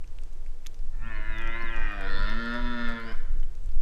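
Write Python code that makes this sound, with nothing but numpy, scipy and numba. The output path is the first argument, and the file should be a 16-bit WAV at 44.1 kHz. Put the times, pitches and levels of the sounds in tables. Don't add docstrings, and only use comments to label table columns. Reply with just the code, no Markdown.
import sys
import numpy as np
from scipy import signal
from scipy.fft import rfft, irfft
from scipy.io import wavfile
from scipy.ndimage import uniform_filter1d
from numba import njit

SR = 44100
rng = np.random.default_rng(int(sys.argv[2]) if len(sys.argv) > 2 else 0)


def inscribe(sig):
    pcm = np.round(np.clip(np.atleast_2d(sig).T, -1, 1) * 32767)
    wavfile.write(sys.argv[1], SR, pcm.astype(np.int16))


N = 168021


def amp(db):
    return 10 ** (np.asarray(db) / 20)


def rms_one(x):
    return x / np.sqrt(np.mean(x ** 2) + 1e-20)


def in_time(rows):
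    s, *columns = np.transpose(rows)
    return [np.interp(np.arange(N) / SR, s, column) for column in columns]


def drift(rate_hz):
    r = np.exp(-80 * np.pi * rate_hz / SR)
    noise = rng.standard_normal(N // 40 + 2002)
    slow = signal.lfilter([1], [1, -2 * r, r * r], noise)[2000:]
    return np.interp(np.arange(N) / 40, np.arange(len(slow)), rms_one(slow))


def coloured(points):
    hz, db = np.transpose(points)
    f = np.maximum(np.arange(N // 2 + 1) * SR / N, 1)
    gain = amp(np.interp(np.log(f), np.log(hz), db))
    return rms_one(irfft(rfft(rng.standard_normal(N)) * gain, N))


def ring(x, hz, t60):
    r, w = amp(-60 / (t60 * SR)), 2 * np.pi * hz / SR
    return signal.lfilter([0, np.sin(w)], [1, -2 * r * np.cos(w), r * r], x + 1e-18)


@njit
def moving_resonance(x, turn, r):
    y = np.zeros(len(x))
    for i in range(2, len(x)):
        y[i] = (1 - r * r) / 2 * (x[i] - x[i - 2]) + 2 * r * turn[i] * y[i - 1] - r * r * y[i - 2]
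    return y


PITCH_SHAKE, PITCH_SHAKE_HZ = .011, 25
SHIMMER_DB = 2
RASP_DB, RASP_LOW_HZ = -1, 400


def vocal_folds(hz, rough):
    shaken_hz = hz * (1 + PITCH_SHAKE * rough * drift(PITCH_SHAKE_HZ))
    phase = 2 * np.pi * np.cumsum(shaken_hz) / SR
    pulses = rms_one(sum(np.cos(k * phase) for k in range(3, 58)))
    puffs = rms_one(rng.standard_normal(N) * (1 - np.sin(phase)) ** 2) * amp(RASP_DB)
    puffs = signal.lfilter(*signal.butter(1, RASP_LOW_HZ, "high", fs=SR), puffs)
    shimmer = amp(SHIMMER_DB * drift(26) * (rough - 0.54))
    return phase, pulses * shimmer * np.sqrt(1 - rough ** 2) + rough * puffs


WANDER_DB, WANDER_SHARE, WANDER_HZ = 1.8, .006, 6.
# width of the two passes together (nearly) f/Hz, then centre f/Hz and relative
# level/dB in each of the seven postures.
THROAT_RESONANCES = [(63.6, 270, -13, 313, -7, 277, -5, 285, -5, 337, -11.5, 340, -12.5, 355, -8),
                     (39, 490, -28, 455, -19.5, 473, -8, 461, 1, 450, -8, 455, -14.5, 470, -5.5),
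                     (69, 610, -13, 632, -6, 606, -13, 564, -13.5, 589, -9.5, 602, -5, 560, -16),
                     (80, 910, -2.5, 829, -19.5, 672, -3.5, 700, -6, 708, -17.5, 824, -37, 680, -10),
                     (66, 1090, -6, 1013, -1.5, 857, -12, 1000, -2.5, 982, -8, 966, -4.5, 1066, -7),
                     (100, 1350, -3, 1448, -4, 1270, -2, 1200, -23, 1400, -13, 1190, -22, 1200, -8),
                     (103, 1785, 3, 1720, 1, 1550, -4.5, 1430, 5, 1383, 0, 1340, -2, 1536, -3.5),
                     (110, 2200, -16, 2060, 1.5, 1820, -0.5, 1843, -0.5, 1745, 1, 1750, -1, 1815, -6.5),
                     (84, 2300, -5, 4200, -8, 1900, -7, 2040, -10, 2050, -12, 2050, -8, 2100, -9.5),
                     (59, 2520, -8, 2490, -2.5, 2470, 1, 2280, -19, 3200, -15, 2250, -7.5, 2380, -10),
                     (91.9, 2750, -34, 2896, -11.5, 2800, -11, 2520, -23, 2580, -12, 2600, -16.5, 3000, -20),
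                     (91, 2900, -28, 3120, -23, 2400, -19, 2300, -25, 3300, -17.5, 3100, -16.5, 3000, -13.5),
                     (116, 3600, -17, 3570, -19.5, 3320, -17.5, 3250, -8, 3600, -16, 3300, -15.5, 3800, -26),
                     (150, 4400, -63.5, 5000, -54, 3580, -13.5, 3480, -13, 3500, -9.5, 3480, -11.5, 3000, -23),
                     (200, 4100, -60, 8600, -56, 4200, -31, 3900, -18, 4400, -15.5, 3685, -24, 4900, -20),
                     (194, 6000, -73, 6400, -48, 5300, -46, 4300, -32, 4150, -16.5, 3500, -23, 3700, -24),
                     (186, 5500, -60, 4700, -62, 5900, -27, 3800, -30, 4550, -33, 4520, -20, 4100, -31),
                     (163, 5100, -60, 5900, -55, 4600, -25, 5200, -25.5, 5060, -22.5, 4906, -24, 5000, -29),
                     (200, 7100, -47, 6250, -39, 5300, -53, 8600, -29, 6030, -33.5, 6150, -36.5, 8400, -60),
                     (300, 8500, -75, 8500, -70, 8300, -72, 9100, -33, 9100, -26, 9600, -40, 8300, -60),
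                     (300, 9710, -68, 9800, -68, 9500, -65, 10000, -25.5, 8600, -37, 9300, -58, 9300, -66),
                     (305, 9400, -70, 11000, -68, 8800, -65, 12000, -33, 11000, -27, 9500, -52, 10400, -65)]


def throat(source, posture, shorter):
    out = 0
    for width, *shape in THROAT_RESONANCES:
        steps = np.arange(len(shape) // 2)
        centre_hz = np.interp(posture, steps, shape[0::2])
        centre_hz = centre_hz * (1 + shorter / 100 + WANDER_SHARE * drift(WANDER_HZ))
        turn = np.cos(2 * np.pi * centre_hz / SR)
        r = np.exp(-np.pi * 1.5 * width / SR)
        rung = moving_resonance(moving_resonance(source, turn, r), turn, r)
        level_db = np.interp(posture, steps, shape[1::2]) + WANDER_DB * drift(WANDER_HZ)
        out = out + amp(level_db) * rung
    return out


# width f/Hz, then centre f/Hz and share removed (0-1) in each of the seven postures.
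CAVITY_GAPS = [(148, 780, .6, 690, 0.23, 890, 0.46, 870, .7, 800, .8, 780, 0.9, 890, 0.54),
               (204, 1880, .5, 2150, 0.71, 2219, 0.41, 1800, 1, 2330, 0.97, 2383, 1, 2496, .6),
               (182, 3330, 0.93, 2510, 0.41, 2550, .6, 2800, 0.67, 2760, 0.54, 2730, 0.77, 3100, 0.96),
               (201, 3600, 0.43, 3140, 0.95, 3700, 0.93, 3080, 1, 3600, 0.53, 3040, .8, 3700, 0.51),
               (700, 3100, .95, 3970, 1, 4050, .3, 6100, 0.45, 5540, 0.67, 5500, 0.73, 6100, .9)]


def side_cavities(x, posture, shorter):
    for width, *shape in CAVITY_GAPS:
        steps = np.arange(len(shape) // 2)
        centre_hz = np.interp(posture, steps, shape[0::2]) * (1 + shorter / 100)
        turn = np.cos(2 * np.pi * centre_hz / SR)
        share = np.clip(np.interp(posture, steps, shape[1::2]), 0, 1)
        x = x - share * moving_resonance(x, turn, np.exp(-np.pi * width / SR))
    return x


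# t/s, rms level/dB of the first, rms level/dB of the second.
CHEST_TONES = [(.95, -79, -69), (1.0, -49, -64), (1.07, -49, -47), (1.15, -63, -64.5), (1.21, -56, -62),
               (1.4, -48, -54), (1.62, -57.5, -53), (1.8, -59.5, -55), (1.96, -57, -53.5),
               (2.04, -56.5, -50.5), (2.2, -52, -50.5), (2.36, -57, -40), (2.48, -53.5, -34),
               (2.65, -53, -37.5), (2.82, -53, -33.5), (3.05, -54.5, -44), (3.13, -52, -52),
               (3.17, -70, -67), (3.2, -78, -86)]


def chest(phase):
    first_db, second_db = in_time(CHEST_TONES)
    return np.sqrt(2) * (amp(first_db) * np.cos(phase) + amp(second_db) * np.cos(2 * phase))


FADE_S = 0.043
# t/s, pitch f/Hz, level/dB of the throat sound evened above 300 Hz.
ROAR_COURSE = [(.95, 110, -61), (.97, 110.9, -64.5), (1.03, 113.7, -50.5), (1.071, 113.6, -43),
               (1.169, 105.8, -42), (1.19, 105.8, -44), (1.299, 110.2, -41.5), (1.341, 109.8, -40),
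               (1.418, 113.9, -38.5), (1.479, 112.7, -37), (1.6, 115.9, -37), (1.81, 111.5, -38),
               (1.86, 106.9, -37.5), (1.94, 99.94, -39), (1.972, 99.27, -41.5), (2.02, 96.15, -38),
               (2.051, 96.16, -36.5), (2.089, 98.9, -37.5), (2.15, 97.73, -36), (2.2, 99.35, -36),
               (2.261, 102.4, -36.5), (2.29, 106.1, -34.5), (2.361, 112.4, -38.5), (2.408, 116.4, -36),
               (2.511, 117.5, -35), (2.559, 120, -33), (2.61, 121.8, -40), (2.671, 121.6, -38.5),
               (2.87, 117.1, -35), (3.06, 113.5, -43.5), (3.09, 112.1, -42), (3.12, 108, -42),
               (3.151, 115, -49.5), (3.17, 112.5, -65), (3.2, 113.2, -77)]
# t/s, posture (0 onset, 1 mouth shut, 2 neck stretching, 3 mouth opening, 4 wide,
# 5 wide with the head turning, 6 closing), roughness (0-1), throat shortening (% rise of resonances).
NECK_AND_MOUTH = [(.95, 0., 0.86, 1.5), (1.02, 0., .5, 0.5), (1.08, 0.5, 0.16, 0.6), (1.18, 1.1, 0.37, 1.9),
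                  (1.3, 1.13, 0.092, 0.9), (1.45, 1.46, 0.059, -0.8), (1.62, 1., .08, 1.3),
                  (1.78, 1.78, .12, -.5), (1.86, 1.7, 0.46, -1.2), (1.93, 2., 0.47, 0),
                  (2.05, 2.5, 0.59, 0.4), (2.1, 3.5, 0.44, 0.3), (2.18, 3.5, 0.41, 0.2),
                  (2.28, 4.5, 0.61, 1.5), (2.42, 4, 0.2, 0.4), (2.56, 4.5, 0.28, 0.5),
                  (2.65, 4.5, 0.14, .4), (2.85, 4.5, 0.077, 1.3), (3.02, 5.5, .12, -1.3),
                  (3.08, 6, 0.46, -1), (3.11, 6., 0.84, 0), (3.15, 6.5, 0.99, 4.5), (3.2, 6., .95, 4)]


def roar():
    hz, level_db = in_time(ROAR_COURSE)
    posture, rough, shorter = in_time(NECK_AND_MOUTH)
    phase, source = vocal_folds(hz, np.clip(rough, 0, 1))
    voiced = side_cavities(throat(source, posture, shorter), posture, shorter)
    upper = signal.sosfilt(signal.butter(4, 300, "high", fs=SR, output="sos"), voiced)
    even = -voiced / np.sqrt(uniform_filter1d(upper ** 2, size=4000))
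    t = np.arange(N) / SR
    inside_s = np.minimum(t - ROAR_COURSE[0][0], ROAR_COURSE[-1][0] - t)
    fade = np.clip(inside_s / FADE_S + 1, 0, 1)
    return (even * amp(level_db) + chest(phase)) * fade


TICK_T60_S, TICK_CYCLES = 0.021, 14
TICK_LOW_SHARE, TICK_HIGH_SHARE = 0.25, 1.26
TICK_SNAP = 8.7
CRACKLE_PER_S, CRACKLE_DB = 40, -69
# t/s, peak level/dB of the ring alone, ring f/Hz.
STEM_TICKS = [(0.043, -47.5, 2570), (0.076, -51, 6150), (.221, -60, 9000), (.236, -47.5, 9250),
              (.327, -56, 6500), (.333, -54, 8000), (.463, -48, 2560), (.652, -50, 2500), (.663, -35, 3660),
              (.668, -30.5, 7000), (.714, -53, 4000), (.744, -46, 6000), (.791, -51, 5300),
              (1.384, -44.5, 6440), (1.418, -50, 7880), (1.624, -45, 5460), (1.764, -45.5, 7100),
              (1.798, -52, 8600), (1.92, -56.5, 12800), (2.010, -45, 9600), (2.08, -61, 9660),
              (2.202, -53, 7514), (2.23, -51, 8700), (2.298, -41.5, 5850), (2.343, -51, 11930),
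              (2.457, -50.5, 8160), (2.54, -48.5, 7990), (2.883, -61.5, 9850), (2.888, -46.5, 11550),
              (2.899, -49, 8200), (2.921, -54, 8410), (3.124, -46, 5200), (3.177, -55, 11560),
              (3.4, -52, 6900), (3.431, -42.5, 3010), (3.552, -50.5, 6640), (3.691, -50, 4150),
              (3.719, -53, 5100)]


def ticks():
    out, t = np.zeros(N + 2000), np.arange(2000) / SR
    for s, db, hz in STEM_TICKS:
        noise = rng.standard_normal(2000) + TICK_SNAP * (t == 0)
        high_cut = signal.butter(1, min(TICK_HIGH_SHARE * hz, 18000), fs=SR)
        low_cut = signal.butter(2, TICK_LOW_SHARE * hz, "high", fs=SR)
        dying = signal.lfilter(*high_cut, noise) * amp(-60 * t / TICK_T60_S)
        burst = signal.lfilter(*low_cut, dying)
        tone = ring(burst, hz, TICK_CYCLES / hz)
        tick = tone / np.abs(tone).max() + amp(-0.5) * burst / 2
        out[int(s * SR):][:2000] += amp(db) * tick
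    strength_db = CRACKLE_DB + 8.4 * np.minimum(rng.exponential(1, N), 4)
    small = (rng.random(N) < CRACKLE_PER_S / SR) * amp(strength_db)
    dealt = rng.integers(0, 6, N)
    crackle = sum(ring(small * (dealt == k), hz, 8.0 / hz)
                  for k, hz in enumerate(np.geomspace(2000, 11000, 6)))
    return out[:N] + crackle


WIND_TOP = .3
THUMP_S, THUMP_HZ = 0.015, 218
# t/s, rms level/dB before rounding.
WIND_GUSTS = [(0.03, -23.5), (0.52, -28), (0.61, -33), (0.79, -21.5), (1.8, -22), (1.85, -15.5),
              (1.93, -34), (1.99, -18), (2.03, -26.5), (2.23, -17), (2.58, -29), (2.63, -12.5), (2.79, -32),
              (2.9, -21.5), (3.03, -29.5), (3.32, -16), (3.58, -23), (3.78, -12)]
# f/Hz, relative level/dB per Hz.
WIND_SPECTRUM = [(2.4, -19), (4.0, -6), (16, 6.5), (22, -7.5), (29, -10), (33, -21.5), (54, -24),
                 (96, -35.5), (200, -58), (260, -95), (440, -120)]
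# t/s (one spread before the crest), noise level/dB at the crest.
WIND_THUMPS = [(1.179, -45.5), (1.62, -44.5), (1.775, -50), (1.981, -49.5), (2.188, -44), (2.3, -44),
               (3.354, -50), (3.404, -53)]


def wind():
    rumble = coloured(WIND_SPECTRUM) * amp(in_time(WIND_GUSTS)[0])
    rumble = WIND_TOP * np.tanh(rumble / WIND_TOP)
    t = np.arange(N) / SR
    low_noise = signal.lfilter(*signal.butter(2, THUMP_HZ, fs=SR), rng.standard_normal(N))
    swells = sum(amp(db) * np.exp(-((t - s - THUMP_S) / THUMP_S) ** 2 / 2) for s, db in WIND_THUMPS)
    return rumble + rms_one(low_noise) * swells


ECHO_DB, ECHO_T60_S, ECHO_DELAY_S = -15, 0.97, 0.023
ECHO_LOW_HZ, ECHO_CUT_HZ = 350, 3350


def wood(voice):
    t = np.arange(SR) / SR
    tail = rng.standard_normal(SR) * amp(-60 * t / ECHO_T60_S) * (t > ECHO_DELAY_S)
    tail = signal.lfilter(*signal.butter(1, [ECHO_LOW_HZ, ECHO_CUT_HZ], "band", fs=SR), tail)
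    tail = tail / np.sqrt(np.sum(tail ** 2))
    return amp(ECHO_DB) * signal.fftconvolve(voice, tail)[:N]


HISS_DB, HISS_FLICKER_DB = -61, .4
# f/Hz, relative level/dB per Hz.
HISS_SPECTRUM = [(100, -18.5), (160, 0), (250, -2.5), (470, -2), (700, -7), (1000, -10.5), (2000, -15.5),
                 (4000, -19), (8000, -20.5), (10000, -27), (13000, -31), (16000, -34)]


def wood_hiss():
    return amp(HISS_DB + HISS_FLICKER_DB * drift(9.1)) * coloured(HISS_SPECTRUM)


def scene():
    voice = roar()
    return (voice + ticks() + wind() + wood(voice) + wood_hiss())[None]


def record(dry):
    return signal.sosfilt(signal.cheby2(20, 60, 15800, fs=SR, output="sos"), dry)


dry = scene()
out = record(dry)
inscribe(out)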